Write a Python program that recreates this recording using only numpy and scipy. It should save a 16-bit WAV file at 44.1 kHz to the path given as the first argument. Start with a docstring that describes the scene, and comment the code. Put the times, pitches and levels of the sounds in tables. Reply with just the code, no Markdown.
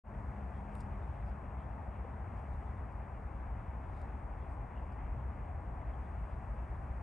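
"""A still marsh heard from a boardwalk, with a busy road far off behind the trees.
From the start, engines rumble and tyres merge into a soft wash, over the hand-held phone's own hiss.
One exhaust drone is loudest at 0.3 s, then fades into the distance. Faint blips and finger rubs begin
near 0.6 s; a snap and ticks follow near 0.8 s, a hollow knock at 2 s and a second snap at 4 s.
Small ticks, rubs and blips come and go in between, while the deep boom of the engines slowly grows."""
import sys
import numpy as np
from scipy import signal
from scipy.fft import rfft, irfft
from scipy.io import wavfile
from scipy.ndimage import uniform_filter1d

SR = 44100
rng = np.random.default_rng(int(sys.argv[2]) if len(sys.argv) > 2 else 0)


def wav_record(signal):
    """Record a signal, one row per channel, as 16-bit PCM in the file named by sys.argv[1]."""
    frames = np.transpose(np.atleast_2d(signal))
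    bounded = np.clip(frames, -1, 1)
    # unit amplitude maps onto the largest positive 16-bit level
    quanta = np.round(bounded * 32767).astype(np.int16)
    wavfile.write(sys.argv[1], SR, quanta)


N = 309582
TIME = np.arange(N) / SR
FREQ = np.maximum(np.fft.rfftfreq(N, 1 / SR), 1)
SIDES = np.array([[1], [-1]])  # left, right

# how alike far sound is at the two microphones: (frequency [Hz], likeness [0-1])
FAR_LIKENESS = [(60, .998), (120, .98), (200, 0.9), (310, 0.9), (540, 0.92), (940, 0.7), (1250, 0.7),
                (1480, 0.18), (1750, 0.8), (2100, .975), (2400, .999)]
# how far the left side runs ahead in far sound: (frequency [Hz], phase lead [rad])
FAR_LEFT_LEAD = [(50, -0.085), (140, -0.021), (350, .18), (540, .7), (780, .45), (1330, 0.9), (1650, -0.67),
                 (2100, -0.16), (2700, 0.21), (3100, 0.71)]
# how much louder far sound is on the left: (frequency [Hz], left minus right [dB])
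FAR_LEFT_BOOST = [(60, 1.1), (140, 2.7), (330, 2.5), (600, 5), (800, 5.2), (1200, 4), (1550, 5.5),
                  (2000, 0)]
# the tone of the engine rumble: (frequency [Hz], relative level [dB])
RUMBLE_SPECTRUM = [(20, -33), (30, -18.5), (39, -7.5), (48, -2), (54, 0), (63, 2.5), (76, -3.5), (110, -11),
                   (125, -9.5), (146, -17.5), (170, -17.5), (200, -17.5), (250, -21.5), (310, -24),
                   (420, -31)]
# the strongest throbs and lulls of the deep boom: (middle time [s], level change [dB])
BOOM_THROBS = [(.41, -5), (.93, 4), (1.09, 3.5), (1.27, 6), (1.39, -4.5), (2.54, 4.5), (2.77, 2), (3.1, -5),
               (3.5, 4), (4.69, -1.5), (5.11, 5), (5.23, 3.5), (5.91, 2), (6.19, 2), (6.56, 3), (6.91, 2)]
# the tone of the tyre wash: (frequency [Hz], relative level [dB])
TYRE_SPECTRUM = [(250, -26.5), (380, -7), (480, -5.5), (620, -2), (790, 0), (1000, -2.5), (1400, -10),
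                 (2000, -15.5), (2550, -22.5), (3000, -33), (3400, -37.5), (4200, -54.5)]
# the tone of the microphone hiss: (frequency [Hz], relative level [dB])
HISS_SPECTRUM = [(2500, -20.5), (3800, -4.5), (6000, -3.5), (7700, -3), (8700, 0.5), (9500, -0.5),
                 (10300, -8.5), (11200, -5.5), (12000, -11), (12500, -26)]
# stretches where the hiss is a little louder: (start time [s], length [s])
HISS_RISES = [(0.1, 1.12), (2.3, 0.48), (3.9, 0.24), (5.93, 1.3)]
# how far the left side runs ahead in near sounds and hiss: (frequency [Hz], phase lead [rad])
NEAR_LEFT_LEAD = [(3500, .25), (5500, 0), (8700, 0), (9400, -1.9), (10300, -2.6), (12000, -1.2)]
# the tones in the exhaust drone: (multiple of the firing rate [x], relative level [dB])
EXHAUST_HARMONICS = [(1, 3), (2, -7), (3, -2), (4, -15.5)]
# faint blips and whispers: (middle time [s], pitch [Hz], width [Hz], level [dB], half length [s])
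FAINT_BLIPS = [(.57, 3300, 500, -82, 0.024), (0.773, 8700, 1200, -80, .02), (1.038, 3500, 600, -86, .015),
               (1.218, 3500, 600, -85, .015), (1.29, 4780, 1400, -89, .024),
               (1.615, 3270, 500, -81.5, 0.025), (2.54, 3650, 600, -84, .012), (2.68, 3450, 400, -89, .02),
               (2.77, 3500, 500, -89, .018), (3.995, 3780, 900, -86, 0.044), (4.02, 4500, 3000, -79, .0018),
               (4.43, 3300, 500, -84, .03), (4.525, 8350, 600, -86, .02), (4.777, 2800, 300, -72, .012),
               (5.94, 3200, 400, -81, .012), (6.06, 3420, 500, -84, .012), (6.33, 3400, 1000, -86.5, .025)]
# soft finger rubs: (middle time [s], level [dB], half length [s])
FINGER_RUBS = [(0.573, -88, .02), (.785, -82, 0.047), (1.285, -84.5, 0.023), (2.385, -91, .018),
               (3.99, -86, .055), (4.52, -88, .028)]
# finger ticks: (time [s], friction level [dB], rise time [s], time to fall 60 dB [s])
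FINGER_TICKS = [(.8035, -70, .0008, .025), (0.806, -64.5, .002, 0.043), (2.372, -84, .001, .02),
                (2.39, -85, .003, .04), (2.525, -83, .001, .015), (2.538, -80, .0015, .02),
                (2.923, -83, .001, .015), (4.017, -72.5, .001, 0.022), (4.923, -83, .001, .012),
                (4.93, -83, .001, .02)]
# the pitches the phone case rings at: (pitch [Hz], width [Hz], relative level [dB])
CASE_RINGS = [(3700, 900, -10), (4920, 480, 2), (5600, 1000, -6.5), (7270, 790, -3), (8500, 1100, -0.5),
              (11000, 1200, -12)]
# two dry snaps, each followed by its bounce: (time [s], strength of the hit [dB])
SNAP_HITS = [(.753, -35), (.756, -46), (4.0162, -46), (4.0178, -48)]
# the pitches the snaps ring at: (pitch [Hz], width [Hz], gain [dB])
SNAP_RINGS = [(2550, 1000, 8), (3470, 370, -2), (6100, 1200, -10), (9000, 2100, 2.5), (11500, 1500, -11)]


def undb(db):
    """Turn decibels into a number to multiply by."""
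    return 10 ** (np.asarray(db) / 20)


def unit(x):
    """Scale a sound so its average size (rms) is 1."""
    return x / np.sqrt(np.mean(x ** 2))


def over_freq(points):
    """Join (frequency, value) points into a curve, giving each octave equal room."""
    hz, value = np.transpose(points)
    return np.interp(np.log(FREQ), np.log(hz), value)


def colour(points):
    """Turn a spectrum table into a filter that falls steeply beyond its ends."""
    skirts = np.minimum(FREQ / points[0][0], 1) * np.minimum(points[-1][0] / FREQ, 1)
    return undb(over_freq(points)) * skirts ** 6


def resonance(hz, width_hz):
    """A filter that rings at one pitch; the narrower it is, the longer it rings."""
    return 1 / (1 + 1j * (FREQ ** 2 - hz ** 2) / (FREQ * width_hz))


def shape(x, response):
    """Pass a sound through a filter."""
    return irfft(rfft(x) * response, N)


def noise(response):
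    """Filtered noise of average size 1."""
    return unit(shape(rng.standard_normal(N), response))


def wander(rate_hz):
    """A smooth random curve of average size 1 that moves about rate_hz times a second."""
    hz = np.fft.rfftfreq(N, 1 / SR)
    return noise(np.exp(-(hz / rate_hz) ** 2) * (hz > 0))


def swell(middle_s, half_s):
    """A bell-shaped rise and fall."""
    return np.exp(-((TIME - middle_s) / half_s) ** 2 / 2)


def hold(start_s, length_s, edge_s):
    """Rise from 0 to 1, hold and fall back; half way up at the start and at the end."""
    inside_s = np.minimum(TIME - start_s, start_s + length_s - TIME)
    return np.clip(.5 + inside_s / edge_s, 0, 1)


def strike(peak_s, rise_s, fall_s):
    """Rise quickly to 1, then die away by 60 dB in fall_s."""
    age = TIME - peak_s
    return np.exp(np.minimum(age / rise_s, -np.log(1000) * age / fall_s))


def far_noise(response):
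    """Noise from a wide horizon: alike on both sides in the bass, mostly earlier and louder on the left."""
    likeness = np.clip(over_freq(FAR_LIKENESS), 0, 1)
    shared, apart = rfft(rng.standard_normal((2, N)))
    spectra = shared * np.sqrt(1 + likeness) + SIDES * apart * np.sqrt(1 - likeness)
    balance = undb(SIDES * over_freq(FAR_LEFT_BOOST) / 2)
    lead = np.exp(1j * SIDES * over_freq(FAR_LEFT_LEAD) / 2)
    pair = irfft(spectra * balance * lead * response, N)
    return pair / np.std(pair.mean(axis=0))


def engine_rumble(body_db=-42, boom_db=-45, rise_db_per_s=0.45, split_hz=100):
    """Many far engines beat together: the deep boom swells and sinks over a steady body."""
    pair = far_noise(colour(RUMBLE_SPECTRUM))
    boom = shape(pair, 1 / (1 + (FREQ / split_hz) ** 8))
    body = pair - boom
    # even out the boom over 0.17 s, so its quick random beating stays but its slow drift goes
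    slow_level = np.sqrt(uniform_filter1d(boom.mean(axis=0) ** 2, int(0.17 * SR)))
    throbs_db = sum(db * swell(s, half_s=0.039) for s, db in BOOM_THROBS)
    boom_gain = undb(boom_db + rise_db_per_s * TIME + throbs_db)
    return boom / slow_level * boom_gain + body * undb(body_db)


def tyre_wash(level_db=-53, ebb_db_per_s=0.0628, waver_db=0.57, flutter_db=1.9, flutter_hz=3200):
    """Tyre roar dulled by distance; moving air makes each band waver, the highest most."""
    pair = far_noise(colour(TYRE_SPECTRUM))
    octave = np.log2(FREQ)
    wash = 0
    for centre in np.arange(7, 13, .5):  # half-octave bands from 128 Hz up
        band = shape(pair, np.maximum(1 - 2 * abs(octave - centre), 0))
        depth_db = waver_db + flutter_db * min(2 ** centre / flutter_hz, 1) ** 4
        wash = wash + band * undb(depth_db * wander(rate_hz=14))
    # the low end thins out for a while
    low_end = shape(wash, abs(resonance(hz=428, width_hz=220)) ** 2)
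    dip_db = -1.5 * swell(middle_s=3.3, half_s=.7)
    wash = wash + low_end * (undb(dip_db) - 1)
    return wash * undb(level_db - ebb_db_per_s * TIME)


def microphone_hiss(level_db=-86.9, lift_db=1.65, apart_db=-16, whine_db=-21):
    """The microphone's own smooth hiss with a trace of whine; now and then it lifts a little."""
    hiss = noise(colour(HISS_SPECTRUM))
    whine = undb(whine_db) * noise(resonance(hz=4802, width_hz=130) ** 2)
    apart = undb(apart_db) * noise(colour(HISS_SPECTRUM)) * SIDES
    lift = sum(hold(s, length_s, edge_s=0.22) for s, length_s in HISS_RISES)
    return (hiss + whine + apart) * undb(level_db + lift_db * lift)


def exhaust_drone(firing_hz=67.92, peak_db=-51, loudest_s=0.31, rise_db_per_s=22, fall_db_per_s=6):
    """One engine's firing makes a stack of tones that comes up, then fades into the distance."""
    age = TIME - loudest_s
    level_db = peak_db + np.minimum(rise_db_per_s * age, -fall_db_per_s * age)
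    pitch_hz = firing_hz * (1 + .022 * wander(rate_hz=15.2))
    phase = 2 * np.pi * np.cumsum(pitch_hz) / SR
    drone = 0
    for multiple, db in EXHAUST_HARMONICS:
        fading_db = 3 * wander(rate_hz=20)  # each tone fades in and out on its long path
        drone = drone + undb(db + fading_db) * np.sin(multiple * phase)
    return np.sqrt(2) * drone * undb(level_db + SIDES)  # the left is 2 dB louder than the right


def blips():
    """Brief puffs of noise, each around one pitch, that barely rise over the wash."""
    return sum(noise(resonance(hz, width_hz) ** 2) * undb(db) * swell(s, half_s)
               for s, hz, width_hz, db, half_s in FAINT_BLIPS)


def finger_rubs_and_ticks(grain_db=3, contact_boost_db=10, top_hz=11500):
    """Fingers rub and tick on the phone: fine friction and sharp contacts make the case ring."""
    force = sum(undb(db) * swell(s, half_s) for s, db, half_s in FINGER_RUBS)
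    contact = np.zeros(N)
    for s, db, rise_s, fall_s in FINGER_TICKS:
        force = force + undb(db) * strike(s, rise_s, fall_s)
        contact[int(s * SR)] = undb(db + contact_boost_db)
    case = sum(undb(db) * resonance(hz, width_hz) for hz, width_hz, db in CASE_RINGS)
    case = case / (1 + (FREQ / top_hz) ** 30)
    case = case / np.sqrt(np.mean(abs(case) ** 2))  # change the tone but not the power
    friction = unit(rng.standard_normal(N) * undb(grain_db * wander(rate_hz=400)))
    return shape(contact + force * friction, case)


def snaps():
    """Something small and hard clicks under the grip, bouncing once each time."""
    contact = np.zeros(N)
    for s, db in SNAP_HITS:
        contact[int(s * SR)] = undb(db)
    ringing = sum(undb(db) * resonance(hz, width_hz) ** 2 for hz, width_hz, db in SNAP_RINGS)
    return shape(contact, ringing)


def knock(time_s=2.0515, pitch_hz=482, level_db=-43.5):
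    """A soft hollow knock, perhaps a plank: one low tone that builds and dies quickly."""
    tone = np.sqrt(2) * np.sin(2 * np.pi * pitch_hz * (TIME - time_s))
    return undb(level_db) * strike(time_s, rise_s=0.0026, fall_s=0.026) * tone


def scene():
    """Add up the far road, the small near sounds and the hiss."""
    road = engine_rumble() + tyre_wash() + exhaust_drone()
    centred = blips() + knock()
    phone = finger_rubs_and_ticks() + snaps() + microphone_hiss()
    # the two microphones drift out of step in the highest treble
    lead = np.exp(1j * SIDES * over_freq(NEAR_LEFT_LEAD) / 2)
    return road + centred + shape(phone, lead)


def record(dry, start_s=0.037, fade_s=0.045, top_hz=13000):
    """The phone fades in as it starts and cuts off the highest treble."""
    fade_in = 1 - np.exp(-np.maximum(TIME - start_s, 0) / fade_s)
    treble_cut = signal.ellip(8, .2, 70, top_hz, fs=SR, output="sos")
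    return signal.sosfilt(treble_cut, dry * fade_in)


dry = scene()
out = record(dry)
wav_record(out)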